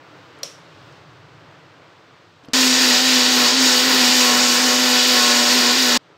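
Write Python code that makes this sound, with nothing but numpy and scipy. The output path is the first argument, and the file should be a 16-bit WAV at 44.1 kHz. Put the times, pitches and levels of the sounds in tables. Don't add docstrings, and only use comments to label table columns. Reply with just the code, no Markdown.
import sys
import numpy as np
from scipy import signal
from scipy.fft import rfft, irfft
from scipy.io import wavfile
from scipy.ndimage import uniform_filter1d

SR = 44100
rng = np.random.default_rng(int(sys.argv[2]) if len(sys.argv) > 2 else 0)


def dump_mix(stems):
    frames = np.atleast_2d(stems).T
    limited = np.clip(frames, -1, 1)
    pcm = np.round(limited * 32767).astype(np.int16)
    wavfile.write(sys.argv[1], SR, pcm)


def convert_level_to_amplitude(level_db):
    exponent = np.asarray(level_db, float) / 20
    return 10 ** exponent


N = 272097
TIME = np.arange(N) / SR
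STEPS = TIME[::128]
CUT_IN_S, CUT_OUT_S = 2.5343, 5.9746

# start [s], speed gain [Hz], sag time [s],
# choke of the sound [dB], loss of top hiss [dB].
SLIPS = [(2.455, 20.5, .31, 1.5, 3), (2.696, 8.8, .074, -1, 2.5), (2.943, 13.2, .15, 5, -1),
         (3.05, 3.2, .046, 1.5, 0.5), (3.2, 8.9, .11, 2, 1.5), (3.467, 20, .18, 3.3, 3.5),
         (3.767, 14.6, 0.099, 4.5, -1.5), (3.88, 5.76, .051, 2.5, -1.5), (4.041, 9.2, .2, 1, 0.5),
         (4.313, 5.55, .089, 0, .5), (4.533, 9.6, 0.0692, 4, -1), (4.696, 9.7, .33, 3, 0),
         (4.981, 5.4, .049, .5, 0.5), (5.449, 7, .04, -0.5, 0), (5.686, 16.1, .052, 1, 0)]


def unit(x):
    return x / np.sqrt(np.mean(x ** 2))


def bell(t, width):
    return np.exp(-(t / width) ** 2)


def bumps(f, peaks):
    return sum(db / (1 + (2 * (f - hz) / width) ** 2) for hz, width, db in peaks)


def decay(t, t60):
    return np.exp(-np.log(1000) * t / t60)


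def ring(hz, t60, t):
    return np.sin(2 * np.pi * hz * t) * decay(t, t60)


def walk(rate):
    hold = int(SR / rate)
    w = np.repeat(rng.standard_normal(N // hold + 1), hold)
    w = uniform_filter1d(uniform_filter1d(w, hold), hold)[:N]
    return w / np.std(w)


def colour(x, points, peaks=(), lo_hz=0, hi_hz=SR):
    f = np.maximum(np.fft.rfftfreq(len(x), 1 / SR), 1)
    hz, db = np.transpose(points)
    curve_db = np.interp(np.log(f), np.log(hz), db)
    spec = rfft(x) * convert_level_to_amplitude(curve_db + bumps(f, peaks))
    in_band = irfft(spec * (f > lo_hz) * (f < hi_hz), len(x))
    return irfft(spec, len(x)) / np.std(in_band)


def split(x, lo_hz, hi_hz):
    f = np.fft.rfftfreq(N, 1 / SR)
    low = 1 / (1 + (f / lo_hz) ** 6)
    high = 1 / (1 + (hi_hz / (f + 1)) ** 12)
    spec = rfft(x)
    return [irfft(spec * w, N) for w in (low, 1 - low - high, high)]


def walls(x, t60, wet_db):
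    t = TIME[:SR // 4]
    echo = rng.standard_normal(len(t)) * decay(t, t60) * (t > .002)
    echo *= convert_level_to_amplitude(wet_db) / np.sqrt(np.sum(echo ** 2))
    echo[0] = 1
    return signal.fftconvolve(x, echo)[:N]


def quiet_db():
    # start level [dB], fade [dB/s], last-shot level [dB].
    quiet = [-45, -58.5, -56, -80]
    fades = [2.97, .3, 2.15, 1.6]
    last_shot = [-54, -62, -63, -88]
    # centre [s], width [s], rise [dB].
    tap_spurts = [
        (.2, .15, 4),
        (.88, .14, 4),
    ]
    room, rumble, air, hiss = (np.where(TIME < CUT_IN_S, db - fade * TIME, last)
                               for db, fade, last in zip(quiet, fades, last_shot))
    settle = 3.5 * np.exp(-TIME / .25)
    passing_s, passing_width_s, passing_db = 1.12, 0.53, 7.5
    rumble = rumble + passing_db * np.exp(-((TIME - passing_s) / passing_width_s) ** 4)
    tap = sum(db * bell(TIME - s, width) for s, width, db in tap_spurts)
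    return room - settle, rumble, air - settle + 0.32 * tap, hiss + tap


def kitchen():
    # frequency [Hz], density [dB per Hz].
    murmur = [(25, -26), (60, -18), (110, 1), (170, -2), (212, -20), (300, -8), (500, -11), (1200, -14),
              (2900, -23), (4600, -28.5), (8600, -45), (9200, -56), (12500, -56), (16000, -57)]
    # frequency [Hz], width [Hz], gain [dB].
    modes = [(137, 19, 4.5), (100, 15, 3), (380, 55, -4), (290, 40, 2), (770, 250, -2.5), (1410, 460, 1.5)]
    room_db, rumble_db, air_db, hiss_db = quiet_db()
    rumble, room, rest = split(colour(rng.standard_normal(N), murmur, modes), 200, 2800)
    _, air, hiss = split(rest, 20, 13000)
    rumble_db = rumble_db + .7 * walk(9.1)
    room_db = room_db + 0.87 * walk(9.03)
    air_db = air_db + 0.47 * walk(12)
    parts = zip((rumble, room, air, hiss), (rumble_db, room_db, air_db, hiss_db))
    return sum(unit(part) * convert_level_to_amplitude(db) for part, db in parts)


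def touches():
    # start [s], thud level [dB], tick level [dB], tick pitch [Hz].
    touch_events = [(.388, -75, -58, 8000), (.925, -75, -51, 4800), (2.455, -73, -65, 12010),
                    (.815, -75, -53, 4000), (.972, -75, -58, 4500), (2.114, -75, -60.5, 3000),
                    (2.437, -45, -57, 6000), (2.447, -52, -41, 3400), (2.4855, -30.5, -44, 4200),
                    (2.498, -36, -60, 2000), (6.102, -46, -67, 1500)]
    out, t = np.zeros(N), TIME[:2000]
    for s, thud_db, tick_db, hz in touch_events:
        band = signal.butter(2, [hz / 1.46, hz * 1.26], "band", fs=SR)
        tick = signal.lfilter(*band, rng.standard_normal(len(t))) * np.exp(-t / .003)
        raised = 1.4 if s > CUT_OUT_S else 1
        thud = ring(280 * raised, 0.05, t) + 0.69 * ring(470, 0.022, t)
        out[int(s * SR):][:2000] += convert_level_to_amplitude(thud_db) * thud + 3 * convert_level_to_amplitude(tick_db) * tick
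    return out


def lid():
    # frequency [Hz], level [dB], t60 [s].
    snap_modes = [(2400, -14, 0.016), (3360, -10, 0.0095), (4200, 2.5, .012), (4600, 4, .008),
                  (5300, 5, 0.017), (5650, 5, .022), (6600, -13, .012), (9400, -8, 0.015),
                  (11700, -13, .01), (13800, -6, .008)]
    # frequency [Hz], level [dB], t60 [s].
    dome_modes = [(557, -35.5, .15), (690, -36, .09), (470, -50, .06)]
    # frequency [Hz], density [dB per Hz].
    room_colour = [(120, -50), (200, -23), (278, -31), (529, 3), (933, -22), (1080, -5), (1530, -19),
                   (2420, -8.5), (4860, -9), (5330, -4.5), (16000, -34)]
    # frequency [Hz], width [Hz], gain [dB].
    tail_ring = [(5650, 700, 5.5), (4000, 400, 2)]
    snap_s, snap_db, tail_db, tail_t60_s = .4312, -13, -33.5, 0.39
    t = np.maximum(TIME - snap_s, 0)
    t_rattle = TIME[:399]
    band = signal.butter(1, [2800, 13000], "band", fs=SR)
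    rattle = signal.lfilter(*band, rng.standard_normal(399)) * t_rattle * np.exp(-t_rattle / 0.0012)
    modes = sum(convert_level_to_amplitude(db) * ring(hz, t60, t) for hz, db, t60 in snap_modes)
    snap = signal.fftconvolve(modes, rattle)[:N]
    snap *= convert_level_to_amplitude(snap_db) / np.abs(snap).max()
    dome = sum(convert_level_to_amplitude(db) * ring(hz, t60, t) for hz, db, t60 in dome_modes) * np.minimum(t / .002, 1)
    tail = colour(rng.standard_normal(N), room_colour, tail_ring) * decay(t, tail_t60_s)
    return snap + dome + convert_level_to_amplitude(tail_db) * tail * np.minimum(t / .003, 1)


def drone():
    passing_s, note_hz, fall_hz_per_s, level_db = 1.12, 148, 30, -59
    t = TIME - passing_s
    hz = note_hz * (1 + .02 * walk(6)) - fall_hz_per_s * np.clip(t, -.6, .6)
    note = np.sqrt(2) * np.sin(2 * np.pi * np.cumsum(hz) / SR)
    return convert_level_to_amplitude(level_db + 2.0 * walk(7)) * bell(t, .5) * note


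def shaft_hz(t):
    loaded_hz, thinning_hz_per_s, race_s = 240.05, .854, .12
    hz = loaded_hz + thinning_hz_per_s * (t - CUT_IN_S)
    for s, gain, sag, *_ in SLIPS:
        since = np.maximum(t - s, 0)
        race = np.sin(np.pi / 2 * np.minimum(since / race_s, 1)) ** 2
        hz = hz + gain * race * np.exp(-np.maximum(since - race_s, 0) / sag)
    return hz


def after_slips(sizes, lag, width):
    return sum(size * bell(STEPS - row[0] - lag, width) for row, size in zip(SLIPS, sizes))


def motor():
    # time [s], bite [dB].
    bite_points = [(2.54, 1), (2.8, -1.2), (3.0, 0.4), (3.55, -0.4), (3.95, 0.25), (4.25, 0.95),
                   (4.55, -0.66), (4.9, 0.8), (5.2, 0.5), (5.5, -0.6), (5.97, 0)]
    overtones_db = [-36, -35, -37.5, -33]
    free_db = [1.7, 2.8, 2.9, 3.8]
    nominal_hz, base_roar_db = 249.8, -15.5
    _, gain, _, choke, dull = np.transpose(SLIPS)
    hz = shaft_hz(STEPS)
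    bite = np.interp(STEPS, *np.transpose(bite_points))
    free = after_slips(gain / 15, 0.095, .055)
    tone_db = -24.5 + 0.3 * (shaft_hz(STEPS - 0.049) - nominal_hz) - after_slips(choke, .028, 0.032)
    roar_db = base_roar_db + .4 * bite - 0.51 * after_slips(choke, 0.082, 0.052)
    churn_db = base_roar_db + .6 * bite - roar_db
    main_db = [db + 2.3 * bite - .25 * (hz - nominal_hz) - loss * free
               for db, loss in zip(overtones_db, free_db)]
    main_db[0] += 3 * bell(2 * hz - 497, 10)
    splash = 1.5 * after_slips(gain / 15, 0.18, .05)
    hiss_db = 0.35 * bite - after_slips(dull, .06, .08) + splash
    controls = [np.interp(TIME, STEPS, c) for c in (hz, tone_db, roar_db, churn_db, hiss_db, *main_db)]
    return *controls[:5], controls[5:]


def shaft(hz, tone_db, main_db, jar):
    multiples = [5, 6, 7, 10, 11, 18, 19, 2.41, 3.41, 4.41, 5.41]
    multiples_db = [-8, -3, -3, -4, -5, -3, -3, -2, -5, -4, -3]
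    turn = 2 * np.pi * np.cumsum(hz * (1 + 0.00101 * walk(40))) / SR
    tones = convert_level_to_amplitude(tone_db + 1.14 * walk(25)) * np.sin(turn)
    for k, db in zip([2, 3, 4, 12], main_db):
        tones += convert_level_to_amplitude(db + 2.2 * walk(16)) * np.sin(k * turn + .3 * walk(12))
    for k, db in zip(multiples, multiples_db):
        resonance_db = bumps(k * hz[::64], jar).repeat(64)[:N]
        swell_db = np.mean(main_db, axis=0) + resonance_db + 2.5 * walk(7)
        phase = .4 * walk(12) + rng.uniform(0, 2 * np.pi)
        tones += convert_level_to_amplitude(db + swell_db) * np.sin(k * turn + phase)
    return np.sqrt(2) * tones


def fan_and_blades(hz, churn_db, hiss_db, jar):
    # frequency [Hz], density [dB per Hz].
    roar_colour = [(25, -75), (60, -57.5), (110, -26.5), (200, -20), (300, -11), (500, -12.5), (1000, -13),
                   (2200, -9), (4700, -6.5), (7000, -11.5), (8600, -21), (10200, -30), (12800, -24.5),
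                   (16000, -26)]
    turn = 2 * np.pi * np.cumsum(hz * (1 + 0.00101 * walk(40))) / SR
    beat = 1 + .08 * np.cos(turn) + .15 * np.cos(2 * turn) + .2 * np.cos(3 * turn)
    air = walls(beat * rng.standard_normal(N), .12, -14)
    churn, roar, hiss = split(colour(air, roar_colour, jar, lo_hz=2000, hi_hz=8000), 1900, 9400)
    after_cut = TIME > CUT_IN_S
    churn *= convert_level_to_amplitude(churn_db - np.mean(churn_db[after_cut]) + 1.43 * walk(15))
    hiss *= convert_level_to_amplitude(hiss_db - np.mean(hiss_db[after_cut]) + 1.1 * walk(300) + 0.92 * walk(14))
    roar = sum(part * convert_level_to_amplitude(1.1 * walk(5)) for part in split(roar, 3100, 5400))
    roar *= convert_level_to_amplitude(0.41 * walk(19) + 0.37 * walk(200))
    return churn + roar + hiss


def grinder():
    # [dB, negative = dip].
    jar = [(670, 103, -7), (996, 45, 4), (1081, 38, 5.5), (1710, 20, 0.5), (2980, 40, 3), (3140, 230, -3.5),
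           (3344, 66, 4), (3410, 55, -5), (4200, 110, -2.5), (4860, 60, -2.5), (3800, 44, -3),
           (9560, 300, -2), (14200, 900, -4), (1164, 73, -9.5), (1460, 82, 2), (1602, 49, -6),
           (1896, 310, 3.5), (2140, 270, -4), (2740, 45, -1.5), (3820, 310, 2), (4487, 128, 4),
           (4520, 48, -3.5), (4750, 57, 3), (4930, 130, 3), (5560, 87, 1), (6000, 150, -2.5),
           (6250, 100, -5.5), (6700, 100, 3)]
    hz, tone_db, roar_db, churn_db, hiss_db, main_db = motor()
    return shaft(hz, tone_db, main_db, jar) + convert_level_to_amplitude(roar_db) * fan_and_blades(hz, churn_db, hiss_db, jar)


def scene():
    running = (TIME > CUT_IN_S) & (TIME < CUT_OUT_S)
    linger = (TIME >= CUT_OUT_S) * convert_level_to_amplitude(-25) * np.exp(-np.maximum(TIME - CUT_OUT_S, 0) / .0028)
    quiet = kitchen() + touches() + lid() + drone()
    mono = quiet * ~running + grinder() * (running + linger)
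    return np.array([mono, mono])


def low_pass(x):
    return signal.sosfilt(signal.butter(12, 17010, fs=SR, output="sos"), x)


def record(dry):
    f = np.fft.rfftfreq(N, 1 / SR)
    top_hz, bass_hz = 15730, 45
    passed = np.exp(-(f / top_hz) ** 250) / (1 + (bass_hz / (f + 1)) ** 2)
    limited = np.tanh(1.214 * dry) / 1.173
    mix = irfft(rfft(limited) * passed, N)
    return low_pass(mix)


dry = scene()
out = record(dry)
dump_mix(out)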